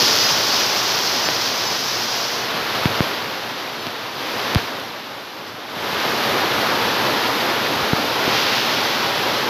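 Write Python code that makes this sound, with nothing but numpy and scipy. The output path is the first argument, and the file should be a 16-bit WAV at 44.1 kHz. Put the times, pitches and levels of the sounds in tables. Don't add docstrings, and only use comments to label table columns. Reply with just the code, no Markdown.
import sys
import numpy as np
from scipy import signal
from scipy.fft import rfft, irfft
from scipy.io import wavfile
from scipy.ndimage import uniform_filter1d, minimum_filter1d

SR = 44100
rng = np.random.default_rng(int(sys.argv[2]) if len(sys.argv) > 2 else 0)


def nominal_scale(level):
    x = np.asarray(level, float) / 20
    return 10 ** x


def bounce(signal):
    frames = np.transpose(np.atleast_2d(signal))
    limited = np.clip(frames, -1, 1)
    pcm = np.round(limited * 32767).astype(np.int16)
    wavfile.write(sys.argv[1], SR, pcm)


N = 418509


def rms_one(x):
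    return x / np.sqrt(np.mean(x ** 2) + 1e-20)


def in_time(rows):
    s, *columns = np.transpose(rows)
    return [np.interp(np.arange(N) / SR, s, c) for c in columns]


def colour(x, points):
    hz, level_db = np.transpose(points)
    grid_hz = np.maximum(np.arange(4097) * SR / 8192, 1)
    log_gain = np.log(nominal_scale(np.interp(np.log(grid_hz), np.log(hz), level_db)))
    cepstrum = irfft(log_gain)
    cepstrum[1:4096] *= 2
    cepstrum[4097:] = 0
    impulse = irfft(np.exp(rfft(cepstrum)))
    return signal.fftconvolve(x, impulse)[:len(x)]


def band(x, low_hz, high_hz, order=4):
    return signal.sosfilt(signal.butter(order, [low_hz, high_hz], "band", fs=SR, output="sos"), x)


def split(x, hz, kind):
    return signal.sosfilt(signal.butter(2, hz, kind, fs=SR, output="sos"), x)


def drift(rate_hz):
    pole = np.exp(-80 * np.pi * rate_hz / SR)
    noise = rng.standard_normal(N // 40 + 2002)
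    slow = signal.lfilter([1], [1, -2 * pole, pole * pole], noise)[2000:]
    slow = slow - uniform_filter1d(slow, size=SR // 120)
    return np.interp(np.arange(N) / 40, np.arange(len(slow)), rms_one(slow))


def drops(per_s, spread_db):
    out = 0
    for low_hz, high_hz in [(20, 2900), (2900, 6500), (6500, 20000)]:
        sizes_db = spread_db * np.minimum(rng.exponential(1, N), 5)
        sizes = nominal_scale(sizes_db) * rng.choice([-1, 1], N)
        impacts = sizes * (rng.random(N) < per_s / SR)
        out = out + band(rms_one(impacts), low_hz, high_hz, order=3)
    return out


# f/Hz, level/dB
PORT_RESPONSE = [(5000, 0), (6000, -5), (7200, -14), (8800, -26.5), (10500, -14), (12500, -9.5),
                 (14000, -14), (15000, -19), (16000, -21)]


def through_port(x):
    return colour(x, PORT_RESPONSE)


# f/Hz, level/dB per Hz
RUMBLE_SPECTRUM = [(25, -58), (50, -18.5), (80, -8), (115, 2), (160, -1.5), (230, -15.5), (330, -21),
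                   (500, -30)]


def rumble(level_db):
    lumps = colour(rng.standard_normal(N) * nominal_scale(1.4 * drift(4.2)), RUMBLE_SPECTRUM)
    return nominal_scale(level_db + 1.0) * rms_one(lumps)


# f/Hz, level/dB per Hz
RUSH_SPECTRUM = [(60, -44), (150, -14.5), (224, -5), (460, -2), (680, -1.5), (900, 0), (1540, -2.5),
                 (2100, -5.5), (4050, -8.5), (5300, -12.5), (9000, -14.5), (12500, -10.5), (16000, -16)]


def rush(level_db, drum_db):
    gust = drift(6.3)
    low = split(rng.standard_normal(N), 1800, "low")
    high = split(drops(12000, spread_db=1.17), 1800, "high")
    low = low * nominal_scale(0.55 * gust)
    high = high * nominal_scale(0.1 * gust + 0.34 * drift(26))
    sheet = colour(low + high, RUSH_SPECTRUM)
    drum = signal.sosfiltfilt(signal.butter(2, 520, fs=SR, output="sos"), sheet)
    drum_gain = nominal_scale(drum_db + 1.5) / np.std(band(sheet, 240, 490))
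    sheet_gain = nominal_scale(level_db) / np.std(band(sheet, 653, 1860))
    return sheet_gain * (sheet - drum) + drum_gain * drum


# f/Hz, level/dB per Hz
LEAF_SPECTRUM = [(1200, -27.5), (2500, -7.5), (3800, -5), (5000, 0.5), (6000, 0.5), (7500, -4),
                 (12000, -11.5), (14500, -3), (16000, -2)]
EAVE_SPECTRUM = [(900, -31), (1800, -3.5), (2800, 0), (4000, -2.5), (5500, -4), (7500, -9.5), (12000, -16),
                 (16000, -3)]


def patter(rush_db, treble_db):
    turn_to_eave_s, rush_treble_db = 2.45, -4.5
    missing = nominal_scale(2 * treble_db) - nominal_scale(2 * (rush_db + rush_treble_db))
    power = np.maximum(missing, nominal_scale(2 * (rush_db - 20)))
    impacts = drops(6000, spread_db=2.0) * nominal_scale(0.5 * drift(10))
    leaves, eave = [colour(impacts, points) for points in (LEAF_SPECTRUM, EAVE_SPECTRUM)]
    leaves, eave = [v / np.std(band(through_port(v), 3000, 6500)) for v in (leaves, eave)]
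    return np.sqrt(power) * np.where(np.arange(N) < turn_to_eave_s * SR, leaves, eave)


# t/s, level/dB, first f/Hz, length/s
FRONT_THUMPS = [(0.029, -20, 220, .0066), (1.2879, -8, 350, 0.0034), (2.546, -16, 255, .006),
                (2.8566, 1.5, 225, 0.0079), (2.895, -22, 300, 0.043), (3.0058, 8.5, 215, 0.0051),
                (3.8685, -17, 280, .007), (4.5489, -7, 300, 0.0032), (4.5582, 7, 217, 0.01),
                (5.54, -28, 250, .01), (5.765, -21, 300, 0.0079), (5.93, -22, 250, .011),
                (7.825, -21, 160, 0.013), (7.9325, 2, 225, 0.0044)]
# t/s, level/dB, first f/Hz, length/s
REAR_THUMPS = [
    (8.2785, -2, 298, .0021),
]


def thumps(table):
    out, t = np.zeros(N), np.arange(round(0.12 * SR)) / SR
    for s, level_db, first_hz, length_s in table:
        pitch_hz = first_hz * (0.34 + 0.88 * np.exp(-t / 0.0037))
        swing = np.sin(2 * np.pi * np.cumsum(pitch_hz) / SR) * (1 - np.exp(-t / 0.00049))
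        out[round(s * SR):][:len(t)] += nominal_scale(level_db) * np.exp(-(t / length_s) ** 1.5) * swing
    return out


# t/s, level/dB, brightness f/Hz
STRIKE_TICKS = [(0.0212, -2, 5500), (1.2878, 0, 1900), (2.8561, 0, 1700), (3.0056, 6, 1150),
                (3.8684, -9.5, 3000), (4.5485, 4, 5000), (4.5543, -13, 2000), (4.5572, 7.5, 1200),
                (4.7993, -12, 8000), (7.4628, -16, 9000), (7.9325, -8, 1500), (8.3455, -14, 9000)]


def ticks():
    out, t = np.zeros(N), np.arange(round(0.01 * SR)) / SR
    for s, level_db, bright_hz in STRIKE_TICKS:
        turn = 2 * np.pi * bright_hz * t
        pull = turn * np.exp(1 - turn) * (1.3 - 0.31 * turn)
        out[round(s * SR):][:len(t)] -= nominal_scale(level_db) * pull
    return out


# f/Hz, level/dB
CASE_RESPONSE = [(20, -15), (50, -8), (5000, 5), (8000, -18.5), (11500, 4), (15000, -19)]


def strikes():
    return colour(ticks() + thumps(FRONT_THUMPS) - thumps(REAR_THUMPS), CASE_RESPONSE)


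# start t/s, depth level/dB, release t/s
GAIN_DUCKS = [
    (3.0, -6.5, 4.13),
    (4.57, -12.5, 5.68),
]


def ducking_db():
    fall_s, recover_s = 0.3, 0.16
    t, out = np.arange(N) / SR, 0
    for s, depth_db, until_s in GAIN_DUCKS:
        sunk = 1 - np.exp(-np.maximum(t - s, 0) / fall_s)
        out = out + depth_db * sunk * np.exp(-np.maximum(t - until_s, 0) / recover_s)
    return out


# t/s, rush level/dB
RAIN_LEVEL = [(0.0, -23), (0.61, -25), (1.27, -26), (1.8, -28), (2.43, -27.5), (2.75, -25), (4.5, -26),
              (6.1, -22.5), (7.2, -22.5), (7.93, -24), (8.24, -23), (9.49, -24.5)]
# t/s, close drops level/dB over rush, roof drumming level/dB over rush
PHONE_FACING = [(0.0, 7.5, -5.5), (0.16, 5, -9), (1.27, 3, -8), (1.82, 3.5, -8), (2.22, 3, -9.5),
                (2.6, -3.5, -8), (3.2, -2.5, -7), (6.1, -4.5, -6), (8.2, -4, -6), (8.38, 1, -7.5),
                (9.17, -2.5, -6), (9.49, -2.5, -5)]


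def scene():
    rush_db = in_time(RAIN_LEVEL)[0] + ducking_db()
    close_db, roof_db = in_time(PHONE_FACING)
    rain = rush(rush_db, rush_db + roof_db) + patter(rush_db, rush_db + close_db)
    mono = through_port(rain) + rumble(rush_db - 16) + strikes()
    return np.tile(mono, (2, 1))


def limiter(x):
    ceiling_db, look_ahead_s, release_db_per_s = -0.3, 0.0065, 1400
    over_db = np.maximum(20 * np.log10(np.abs(x) + 1e-9) - ceiling_db, 0)
    fall_db = release_db_per_s * np.arange(N) / SR
    held_db = np.maximum.accumulate(over_db + fall_db) - fall_db
    span = 2 * round(look_ahead_s * SR / 2) + 1
    ahead_db = -minimum_filter1d(-held_db, size=span, origin=-(span // 2))
    return x * nominal_scale(-uniform_filter1d(ahead_db, size=span, origin=span // 2))


# t/s, centre f/Hz
SIDE_BURSTS = [(.214, 5000), (.214, 6950), (.214, 9000), (.261, 4700), (.261, 10300), (1.261, 6100),
               (1.679, 5500), (1.888, 14100), (3.118, 9000), (3.814, 6350), (4.21, 13800), (5.487, 5200),
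               (5.487, 6900), (5.487, 11800), (7.112, 13800), (8.227, 8600), (8.227, 12450), (8.413, 9300),
               (8.413, 12700)]


def side_bursts(mono):
    width_hz = 1550
    side, fade = np.zeros(N), np.sin(np.pi * np.arange(2048) / 2048)
    for s, hz in SIDE_BURSTS:
        at = round(s * SR) - 1024
        part = band(mono[at - 1024:at + 4096], hz - width_hz / 2, hz + width_hz / 2, order=6)
        later = part[1024 + 2048:]
        side[at:at + 2048] += fade * later / np.sqrt(2)
    return np.array([mono + side, mono - side])


def roll_off(x):
    return signal.sosfilt(signal.butter(12, 16240, fs=SR, output="sos"), x)


def record(dry):
    top_cut = signal.ellip(12, 0.5, 80, 15470, fs=SR, output="sos")
    limited = limiter(signal.sosfilt(top_cut, dry[0]))
    mix = side_bursts(limited)
    return roll_off(mix)


dry = scene()
out = record(dry)
bounce(out)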